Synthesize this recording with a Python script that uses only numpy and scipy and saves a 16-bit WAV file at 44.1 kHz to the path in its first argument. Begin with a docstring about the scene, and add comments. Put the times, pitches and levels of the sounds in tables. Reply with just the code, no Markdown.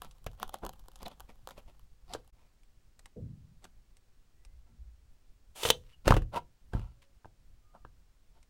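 """Tape measure and loudspeaker on a bench

A steel tape ticks, rubs and creaks on a small loudspeaker's frame; each touch is a pulse into ringing bodies.
A pencil compass clicks against the tape, the tape whips back into its case as a hiss with hard clacks,
and the loudspeaker is grabbed and set aside with knocks on cardboard over a padded bench.
Light scratches of point and pencil follow as shaped friction; quiet room noise and far thuds lie behind."""
import sys
import numpy as np
from scipy import signal
from scipy.fft import rfft, irfft
from scipy.io import wavfile
from scipy.ndimage import uniform_filter1d

SR = 44100
rng = np.random.default_rng(int(sys.argv[2]) if len(sys.argv) > 2 else 0)


def log_audio(samples):
    """Write samples as a 16-bit WAV file to the path given in sys.argv[1]."""
    # one column per channel
    frames = np.atleast_2d(samples).T
    # limit to full scale, then quantise
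    limited = np.clip(frames, -1, 1)
    pcm = np.round(limited * 32767).astype(np.int16)
    wavfile.write(sys.argv[1], SR, pcm)


N = 374409
TIME = np.arange(N) / SR
CUTOFF_HZ = 16000   # upper edge of the whole sound

# thumb pressure of the blade on the frame: time [s], share [0-1]; none after the last row
GRIP = [(0, 1), (.7, 0.94), (1.55, 0.7), (1.85, .16), (2.4, 0.43)]
# resonances of speaker frame and cone: pitch [Hz], width [Hz], nominal level [dB]
FRAME_MODES = [(378, 46, -8), (527, 72, 7), (790, 140, 8), (1010, 240, 4), (1200, 42, -20)]
# resonances of the padded bench: pitch [Hz], width [Hz], nominal level [dB]
BENCH_MODES = [(46, 23, 11), (78, 29, -1.5), (109.26, 10, 6.5), (189, 170, -8)]
# spectrum of steel blade on frame: frequency [Hz], relative level [dB per Hz]
TAPE_CRACK = [(600, -46), (1900, -14), (3000, 10), (5000, 2.5), (7400, 3.5), (9000, 0), (11200, 4.5),
              (16000, 1)]


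def tape_ticks():
    """The steel blade touches the speaker frame, in clear ticks and fainter chance ones."""
    # clearest ticks: start [s], body level [dB], contact t60 [s]
    clear_ticks = [(.019, -45, 0.014), (.0346, -63, 0.0067), (.0471, -58, .006), (.111, -71.5, 0.037),
                   (.2639, -48, 0.011), (.3996, -52, 0.0021), (.4293, -34, 0.0095), (.479, -60, .007),
                   (.4934, -49.5, 0.0095), (.542, -39.5, 0.0093), (.6506, -45, 0.0033),
                   (.6646, -42, 0.0096), (.6927, -46, 0.01), (.7348, -61, 0.005), (.884, -55.5, 0.004),
                   (.9577, -61, 0.028), (1.0297, -49.5, 0.0091), (1.0811, -51, 0.013),
                   (1.1981, -58.5, 0.0054), (1.2044, -51.5, 0.014), (1.4734, -44.5, 0.0067),
                   (1.4889, -53, 0.0026), (1.5079, -54.5, .007), (1.7948, -70.5, 0.0036),
                   (2.1363, -45, 0.044), (2.2768, -71, 0.0072)]
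    touches = clear_ticks + stray_ticks()
    return ticks(touches, TAPE_CRACK, crack_rel_db=-8.0, body_chatter=1.0, crack_chatter=1.6, top_hz=11300)


def stray_ticks(count=48):
    """Chance touches, more frequent under a firm thumb: rows of start_s, body level_db, contact_t60_s."""
    rate_per_s = 12   # at full grip
    level_db, spread_db, contact_t60_s = -69.5, 5, 0.015
    held_s, pressure = GRIP[-1][0], grip()
    place, chance, strength = rng.random((count, 3)).T
    times = (np.arange(count) + place) * held_s / count   # one possible touch in each time slot
    touches = chance < np.interp(times, TIME, pressure) * rate_per_s * held_s / count
    levels = level_db + spread_db * (2 * strength - 1)
    return [(s, db, contact_t60_s) for s, db in zip(times[touches], levels[touches])]


def compass_ticks():
    """Small clicks of the compass, brief metal contacts of one fixed length."""
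    # clicks: start [s], body level [dB]
    clicks = [(2.6337, -85), (2.9926, -66.5), (3.058, -60.5), (3.6427, -60.5), (3.969, -75.5),
              (4.45, -69.5), (7.023, -81), (8.4287, -78)]
    # spectrum of the compass's crack: frequency [Hz], relative level [dB per Hz]
    compass_crack = [(800, -14), (2000, 1.5), (3200, -3.5), (5000, -3), (6800, -4), (8200, 2),
                     (10000, -10.5), (16000, -17)]
    contact_t60_s = 0.026
    touches = [(s, db, contact_t60_s) for s, db in clicks]
    return ticks(touches, compass_crack, crack_rel_db=-6.0, body_chatter=1.3, crack_chatter=2.0, top_hz=13900)


def ticks(touches, crack_colour, crack_rel_db, body_chatter, crack_chatter, top_hz):
    """Light metal contacts: a bright crack and a brief answer from the frame and cone."""
    # the crack grows more slowly than the body's answer, so light touches sound brighter
    ref_db, crack_db_per_db = -45, 0.7128
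    scuff_db_per_s = 267   # a longer contact scuffs and adds to the crack
    soft_s, softens = 0.024, 0.43   # contact t60 at which the crack's edge is top_hz; exponent of its fall
    out = np.zeros(N)
    for s, body_db, t60 in touches:
        crack_db = ref_db + crack_rel_db + crack_db_per_db * (body_db - ref_db) + scuff_db_per_s * t60
        body = hollow(contact(2 * t60, body_chatter), FRAME_MODES)
        crack = colour(contact(t60, crack_chatter), crack_colour)
        crack = low_pass(crack, top_hz * (soft_s / t60) ** softens, order=3)
        add(out, s, blow(body_db, body) + blow(crack_db, crack))
    return out


def finger_creak(level_db=-73.0, crack_db=-5.0, unsteady_db=4.0, unsteady_hz=25):
    """While the thumb holds the blade down, it creeps on the frame in spurts of tiny slips."""
    spurts = wander(N, unsteady_db, unsteady_hz)
    slips = friction(N, per_s=41, grain=0.8) * spurts
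    body = rms_one(hollow(slips, FRAME_MODES))
    crack = rms_one(colour(slips, TAPE_CRACK))
    return from_db(level_db) * grip() * (body + from_db(crack_db) * crack)


def grip():
    """The thumb's pressure at every moment."""
    return np.clip(np.interp(TIME, *np.transpose(GRIP), right=0), 0, None)


def blade_rubs():
    """Bright, gritty friction strokes of the blade on the frame."""
    # strokes: peak time [s], swell and fade time each [s], body level [dB], hiss centre [Hz]
    rub_rows = [(.045, 0.036, -54, 3650), (0.424, 0.053, -55, 3140), (0.544, 0.029, -51.5, 3250),
                (1.021, 0.028, -52.5, 3480), (1.064, .017, -45.5, 3780), (1.118, 0.032, -55.5, 3400),
                (1.3, 0.026, -56, 2320), (1.51, 0.039, -57.5, 7000), (1.584, .03, -57.5, 2720),
                (1.692, 0.049, -66.5, 2730), (2.13, 0.066, -52, 4620), (2.155, .014, -52, 2700),
                (2.419, .14, -75, 2420), (3.646, 0.036, -61, 7850)]
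    hiss_rel_db, drag_rel_db, body_hz = -4, -3.5, 730
    out = np.zeros(N)
    for peak, swell, db, hiss_hz in rub_rows:
        rub = stroke(swell, swell, db + drag_rel_db, db, db + hiss_rel_db, body_hz, hiss_hz,
                     grain=0.59, sing_db=2)
        add(out, peak - swell, rub)
    return out


def tape_rewind(ring_db=-6.0, rattle_db=-14.5, rattle_t60=0.039):
    """The blade hisses in and slaps the slot; its hook slams into the hollow case, which jolts and rattles."""
    # hiss of the blade running in: time [s], level [dB]
    rewind_level = [(5.545, -81.5), (5.56, -50), (5.59, -48.5), (5.625, -42.5), (5.66, -36.5),
                    (5.70, -37.5), (5.712, -42.5), (5.74, -83.5)]
    # blade and hook hits: start [s], recoil level [dB], body level [dB], crack level [dB], contact t60 [s]
    clack_rows = [(5.632, -58, -37, -32.5, 0.052), (5.652, -36, -26, -30, 0.11),
                  (5.688, -40.5, -38.5, -34, .012), (5.7022, -35.5, -22, -18.5, 0.021)]
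    # hollow body, then bright ring of the case: pitch [Hz], width [Hz], nominal level [dB]
    case_modes = [(484, 55, 9), (640, 90, 0), (900, 140, 0.5), (1200, 180, -1.5), (1500, 170, -13),
                  (1890, 34, 0)]
    case_ring = [(2290, 68, -2), (2634, 72, -2.5), (3097, 120, 0), (3520, 150, 6.5), (3860, 150, -7),
                 (5870, 120, 0), (7313, 160, -10.5), (8640, 250, -16), (14600, 300, -14.5)]
    # spectra of case crack and running blade: frequency [Hz], relative level [dB per Hz]
    case_crack = [(700, -11.5), (2000, -12), (3200, 3), (4500, -8), (6000, -7.5), (8500, -11),
                  (11500, -15.5), (14200, -14.5), (16000, -20.5)]
    rewind_hiss = [(150, -15), (500, 2.5), (1200, 0), (1800, -6.5), (3000, 0.5), (5000, -7), (8000, -4.5),
                   (12000, -8), (16000, -17)]
    rush = rms_one(colour(friction(N, per_s=980, grain=0.28), rewind_hiss))
    out = rush * from_db(np.interp(TIME, *np.transpose(rewind_level), left=-200, right=-200))
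    for s, recoil_db, body_db, crack_db, t60 in clack_rows:
        onset = 1 - np.exp(-TIME[:8192] / .0008)
        force = contact(t60, chatter=6.0) * onset
        rattle = low_pass(colour(contact(rattle_t60, chatter=20), case_crack), 5000, order=1)
        crack = unit_blow(colour(force, case_crack))
        crack += blow(ring_db, resonate(force, case_ring)) + blow(rattle_db, rattle)
        body = favour(resonate(contact(t60, chatter=.9), case_modes), 520, width=.4, peak_db=3.0)
        recoil = low_pass(resonate(contact(t60, chatter=0.35), BENCH_MODES), 260, order=2)
        add(out, s, blow(recoil_db, recoil) + blow(body_db, body) + from_db(crack_db) * unit_blow(crack))
    return out


def knocks(soft_hz=215):
    """The padded bench thumps and sways, the cardboard gives a hollow clop, and its surface cracks."""
    # start [s], thump level [dB], clop level [dB], crack level [dB], clop centre [Hz]
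    knock_rows = [(0.265, -35.5, -41, -44.5, 620), (.634, -39.5, -41, -64, 394),
                  (2.1488, -50, -36.5, -55, 510), (3.6516, -72, -56, -60.5, 1080),
                  (6.071, -20, -39, -38.5, 389.5), (6.0781, -45, -19, -26.5, 628),
                  (6.1065, -13.5, -20, -30.5, 550), (6.1218, -37, -20, -41.5, 1090),
                  (6.14, -28, -31.5, -39, 450), (6.166, -24, -27.5, -37, 390), (6.22, -41, -50, -57.5, 458),
                  (6.7343, -34, -39.5, -53, 800), (6.750, -23, -45.5, -61.5, 466),
                  (6.7675, -37, -57, -67, 689), (6.7948, -37, -59, -58, 1000),
                  (7.2454, -54.5, -54.5, -73, 900), (7.2552, -51, -51.5, -69, 694),
                  (7.8493, -49, -49.5, -69, 810)]
    # cardboard resonances: pitch [Hz], width [Hz], nominal level [dB]
    board_modes = [(332.5, 52, 5), (433.4, 145, 3), (545, 210, 0), (703.4, 330, -6), (890, 420, -3.5),
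                   (1210, 210, -3), (1555, 32, 0.5)]
    # cardboard surface spectrum: frequency [Hz], relative level [dB per Hz]
    board_crack = [(700, -6), (1700, 1), (2200, -7), (2800, -0.5), (4000, -12), (7000, -15.5), (11000, -21),
                   (16000, -22.5)]
    # contact t60 at the reference pitch; a higher clop comes from a shorter contact
    ref_t60_s, ref_hz, shortens = .022, 500, 0.98
    pad_hz, pad_width_hz, pad_rel_db = 40, 12, -11   # soft pad sways after each thump
    out = np.zeros(N)
    sway = unit_blow(resonate(signal.unit_impulse(SR // 2), [(pad_hz, pad_width_hz, 0)]))
    sway = low_pass(sway, 2 * pad_hz, order=2)
    for s, thump_db, clop_db, crack_db, centre_hz in knock_rows:
        t60 = ref_t60_s * (ref_hz / centre_hz) ** shortens
        thump = low_pass(resonate(contact(t60, chatter=0.037), BENCH_MODES), soft_hz, order=2)
        clop = hollow(contact(t60, chatter=1.6), board_modes)
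        clop = favour(clop, centre_hz, width=0.46, peak_db=11.0)
        crack = colour(contact(1.9 * t60, chatter=5.1), board_crack)
        add(out, s, blow(thump_db, thump) + blow(clop_db, clop) + blow(crack_db, crack))
        add(out, s, from_db(thump_db + pad_rel_db) * sway)
    return out


def slides():
    """Things slide over the cardboard; most strokes are dull, a few are mainly hiss."""
    # peak time [s], swell [s], fade [s], body level [dB], hiss level [dB], drag level [dB]
    slide_rows = [(.645, 0.032, 0.036, -43.5, -60, -43.5), (4.68, 0.031, .06, -75, -86, -76),
                  (5.93, .16, .035, -80, -68.5, -91), (6.083, 0.041, 0.095, -36, -40.5, -36),
                  (6.366, 0.05, 0.031, -33, -45.5, -43.5), (6.745, 0.031, 0.16, -53.5, -61, -66),
                  (7.026, .012, 0.036, -74.5, -64, -83), (7.755, .025, 0.034, -57, -77, -63.5),
                  (8.369, 0.046, .044, -70, -75.5, -75.5)]
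    body_hz, hiss_hz = 957.7, 2860
    out = np.zeros(N)
    for peak, swell, fade, db, hiss_db, drag_db in slide_rows:
        slide = stroke(swell, fade, drag_db, db, hiss_db, body_hz, hiss_hz, grain=0.42, sing_db=1)
        add(out, peak - swell, slide)
    return out


def stroke(swell, fade, drag_db, body_db, hiss_db, body_hz, hiss_hz, grain, sing_db, touch_share=.4,
           edge_db=21, drag_hz=210, drag_width_hz=190, judder_db=3.0, judder_hz=130):
    """Swelling, juddering friction drags at the bench, drives the body's resonances and hisses."""
    # rubbed body's resonances: pitch [Hz], width [Hz], nominal level [dB]
    rub_modes = [(364.3, 18, -1), (523, 200, 0.5), (708, 50, -1.5), (878, 90, -4.5), (1326, 21, -2)]
    # friction spectrum: frequency [Hz], relative level [dB per Hz]
    rub_hiss = [(300, -10), (1200, -7.5), (2100, -4), (3000, -7), (4500, -8.5), (6500, -15.5), (10000, -17),
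                (16000, -24.5)]
    t = TIME[:SR // 3]
    force = friction(len(t), per_s=380, grain=grain) * wander(len(t), judder_db, judder_hz)
    away = np.maximum((swell - t) / swell, (t - swell) / fade)   # 0 at the peak, 1 at either end
    pressure = from_db(-edge_db * away ** 1.3) * np.minimum(t / (touch_share * swell), 1)
    drag = resonate(force, [(drag_hz, drag_width_hz, 0)])
    drag = rms_one(low_pass(drag, 2 * drag_hz, order=2))
    body = rms_one(favour(hollow(force, rub_modes), body_hz, width=1.0, peak_db=3.0))
    hiss = rms_one(favour(colour(force, rub_hiss), hiss_hz, width=.17, peak_db=sing_db))
    return pressure * (from_db(drag_db) * drag + from_db(body_db) * body + from_db(hiss_db) * hiss)


def squeaks(waver=0.018):
    """Stick and slip lock into brief, unsteady tones that glide a little."""
    # things shifting: start [s], end [s], start pitch [Hz], end pitch [Hz], level [dB]
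    squeak_rows = [(1.055, 1.068, 4310, 3380, -48.5), (1.066, 1.078, 740, 720, -45),
                   (2.095, 2.123, 715, 730, -53.5), (4.321, 4.59, 1880, 2110, -88),
                   (5.925, 5.958, 3050, 2750, -68), (6.364, 6.388, 913, 965, -34.5),
                   (6.948, 7.154, 560, 552, -82), (7.602, 7.863, 1234, 1211, -78.5)]
    out = np.zeros(N)
    for start, end, start_hz, end_hz, db in squeak_rows:
        size = max(round((end - start) * SR), 256)
        unsteady = rms_one(low_pass(rng.standard_normal(size), 120, order=2))
        hz = np.linspace(start_hz, end_hz, size) * (1 + waver * unsteady)
        tone = np.sin(2 * np.pi * np.cumsum(hz) / SR) * np.sqrt(np.hanning(size))
        add(out, start, from_db(db) * rms_one(tone))
    return out


def far_thuds(rise_s=0.014):
    """Distant blows arrive blurred and dull; the lows roll on longest."""
    # start [s], level over the first 0.1 s [dB], top edge [Hz]
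    thud_rows = [(3.158, -47, 616), (3.196, -44.5, 330), (4.441, -56, 52.6), (4.688, -65.5, 300),
                 (4.767, -49, 59.2)]
    # decay: frequency [Hz], t60 [s]
    thud_t60 = [(50, 0.78), (150, 0.85), (300, 0.083), (600, 0.21)]
    # spectrum: frequency [Hz], relative level [dB]
    thud_colour = [(30, -9.5), (70, 1), (125, -1), (210, -0.5), (330, -7.5), (500, 1), (700, -12.5)]
    out = np.zeros(N)
    for s, db, top_hz in thud_rows:
        roll = colour(dying_noise(thud_t60, size=2 * SR), thud_colour)
        roll = low_pass(roll * (1 - np.exp(-TIME[:len(roll)] / rise_s)), top_hz, order=6)
        add(out, s, from_db(db) * roll / np.std(roll[:SR // 10]))
    return out


def room(x, wet_db, build_s=0.0069):
    """A weak, short tail from the walls, made of fading noise."""
    # decay: frequency [Hz], t60 [s]
    room_t60 = [(100, 0.39), (500, 0.17), (3000, 0.091), (14000, 0.27)]
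    # spectrum of the tail: frequency [Hz], relative level [dB]
    room_colour = [(50, 2), (120, 5), (300, -1.5), (500, 3), (1000, -3.5), (3000, 2), (8000, -13),
                   (16000, -20)]
    tail = colour(dying_noise(room_t60, size=SR), room_colour) * (1 - np.exp(-TIME[:SR] / build_s))
    return from_db(wet_db) * signal.fftconvolve(x, tail / np.linalg.norm(tail))[:N]


def background(surge_db=3.5, whine_gain_db=3.0, width_db=-26.5):
    """Surging low rumble, faint hiss and a thin whine, almost the same on both sides."""
    # spectra of rumble and hiss: frequency [Hz], relative level [dB per Hz]
    rumble_colour = [(10, 2), (30, -0.5), (50, -4.5), (70, -12), (115, -16.5), (160, -23.5), (300, -38),
                     (800, -56.5)]
    air_colour = [(120, -15), (220, -2), (350, -6.5), (550, -9), (900, -12), (1500, -13.5), (4000, -17.5),
                  (8000, -20.5), (12000, -27.5), (14500, -25.5), (16000, -25)]
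    # steady whine of the electronics, then its highest partials: pitch [Hz], level before whine_gain_db [dB]
    whine_partials = [(4048, -101), (4527, -100), (5071, -101), (5545, -100), (6029, -103), (6573, -102),
                      (7047, -102), (7585, -104), (8070, -104), (8586, -106), (9087, -106), (9572, -107)]
    whine_top = [(13620, -108), (14637, -107), (15122, -104), (15660, -105)]
    # rumble of the room, and of the hand leaning on the bench at full grip, before surging
    room_db, hand_db = -60, -54
    air_db = -76.5
    surge = wander(N, surge_db, 9.4)
    level = np.hypot(from_db(room_db), from_db(hand_db) * grip())
    rumble = rms_one(colour(rng.standard_normal(N), rumble_colour)) * level * surge
    whine = np.zeros(N)
    for hz, db in whine_partials + whine_top:
        partial = np.sqrt(2) * np.sin(2 * np.pi * (hz * TIME + rng.random()))
        whine += from_db(db + whine_gain_db) * partial
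    whites = rng.standard_normal((2, N))
    mid, side = (from_db(air_db) * rms_one(colour(white, air_colour)) for white in whites)
    return rumble + whine + mid + from_db(width_db) * side * np.array([[1], [-1]])


def contact(t60, chatter, size=8192):
    """Force of a touch: one sharp pulse and a dying chatter of micro-impacts."""
    force = rng.standard_normal(size) * from_db(-60 * np.minimum(TIME[:size] / t60, 4))
    force *= chatter / np.linalg.norm(force)
    force[0] += 1
    return force


def friction(size, per_s, grain):
    """Smooth sliding noise with the catches of single fibres and edges in it."""
    catches = (rng.random(size) < per_s / SR) * rng.standard_normal(size)
    return rng.standard_normal(size) + grain * rms_one(catches)


def resonate(x, modes):
    """Parallel resonances; each contact point favours them differently."""
    out = 0
    for hz, width, db in modes:
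        r = np.exp(-np.pi * width / SR)
        ring = signal.lfilter([1, 0, -1], [1, -2 * r * np.cos(2 * np.pi * hz / SR), r * r], x)
        out = out + ring * (1 - r * r) * from_db(db + 2 * rng.standard_normal())
    return out


def hollow(force, modes):
    """Cardboard and paper cone radiate well only below a sharp upper edge."""
    return low_pass(resonate(force, modes), 1720, order=10)


def favour(x, hz, width, peak_db):
    """The place of contact adds a peak at one region of the spectrum; width is a share of its centre."""
    b, a = signal.iirpeak(hz, 1 / width, fs=SR)
    return x + from_db(peak_db) * signal.lfilter(b, a, x)


def dying_noise(t60s, size):
    """Octave bands of noise, the highest cut short, each fading at its own rate."""
    out = 0
    for low in 22 * 2. ** np.arange(10):
        band = signal.butter(2, [low, min(2 * low, CUTOFF_HZ)], "band", fs=SR, output="sos")
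        fade = from_db(-60 * TIME[:size] / at_hz(t60s, low * np.sqrt(2)))
        out = out + signal.sosfilt(band, rng.standard_normal(size)) * fade
    return out


def wander(size, spread_db, hz):
    """Gain that drifts at random, as slow noise in decibels with the given rms spread."""
    return from_db(spread_db * rms_one(low_pass(rng.standard_normal(size), hz, order=2)))


def colour(x, spectrum, size=8192):
    """Causal (minimum-phase) filter that follows a spectrum."""
    cepstrum = irfft(np.log(from_db(at_hz(spectrum, np.fft.rfftfreq(size, 1 / SR)))))
    cepstrum[1:size // 2] *= 2
    cepstrum[size // 2 + 1:] = 0
    return signal.fftconvolve(x, irfft(np.exp(rfft(cepstrum))))[:len(x)]


def low_pass(x, hz, order):
    """Butterworth low-pass, never above the cutoff of the whole sound."""
    return signal.sosfilt(signal.butter(order, min(hz, CUTOFF_HZ), fs=SR, output="sos"), x)


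def at_hz(points, hz):
    """Read a table on a log-frequency axis."""
    freqs, values = np.transpose(points)
    return np.interp(np.log(np.maximum(hz, 1)), np.log(freqs), values)


def from_db(db):
    """Decibels to gain."""
    return 10 ** (np.asarray(db) / 20)


def rms_one(x):
    """Scale to rms 1."""
    return x / np.sqrt(np.mean(x ** 2) + 1e-20)


def unit_blow(x):
    """Scale a blow to the energy of 10 ms at rms 1."""
    return x / np.sqrt(np.sum(x ** 2) / (.01 * SR) + 1e-20)


def blow(db, x):
    """Set a blow's level relative to a unit blow."""
    return from_db(db) * unit_blow(x)


def add(track, s, sound):
    """Mix a sound into the track at a time."""
    start = max(round(s * SR), 0)
    track[start:start + len(sound)] += sound[:N - start]


def scene(width_db=-33):
    """All the handling happens close by, in the centre; mainly its treble has a little width."""
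    near = tape_ticks() + finger_creak() + blade_rubs() + tape_rewind()
    near += compass_ticks() + knocks() + slides() + squeaks()
    late_treble = np.roll(np.diff(near, prepend=0), 40)   # 40 samples late
    side = from_db(width_db) * late_treble * np.array([[1], [-1]])
    return near + side + room(near, wet_db=-20.0) + far_thuds() + background()


def record(dry):
    """The loudest knocks are rounded off, the level dips briefly once, and the top is cut."""
    # brief dip: start and end [s]
    dip_s = (2.305, 2.327)
    peak_limit = .58   # full-scale share that rounded peaks approach
    rounded = dry / (1 + (dry / peak_limit) ** 8) ** (1 / 8)
    dip = uniform_filter1d(1. * ((TIME > dip_s[0]) & (TIME < dip_s[1])), size=256)   # softened edges
    top_cut = signal.ellip(12, .1, 90, CUTOFF_HZ, fs=SR, output="sos")
    return signal.sosfilt(top_cut, rounded * (1 - .98 * dip))


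dry = scene()
out = record(dry)
log_audio(out)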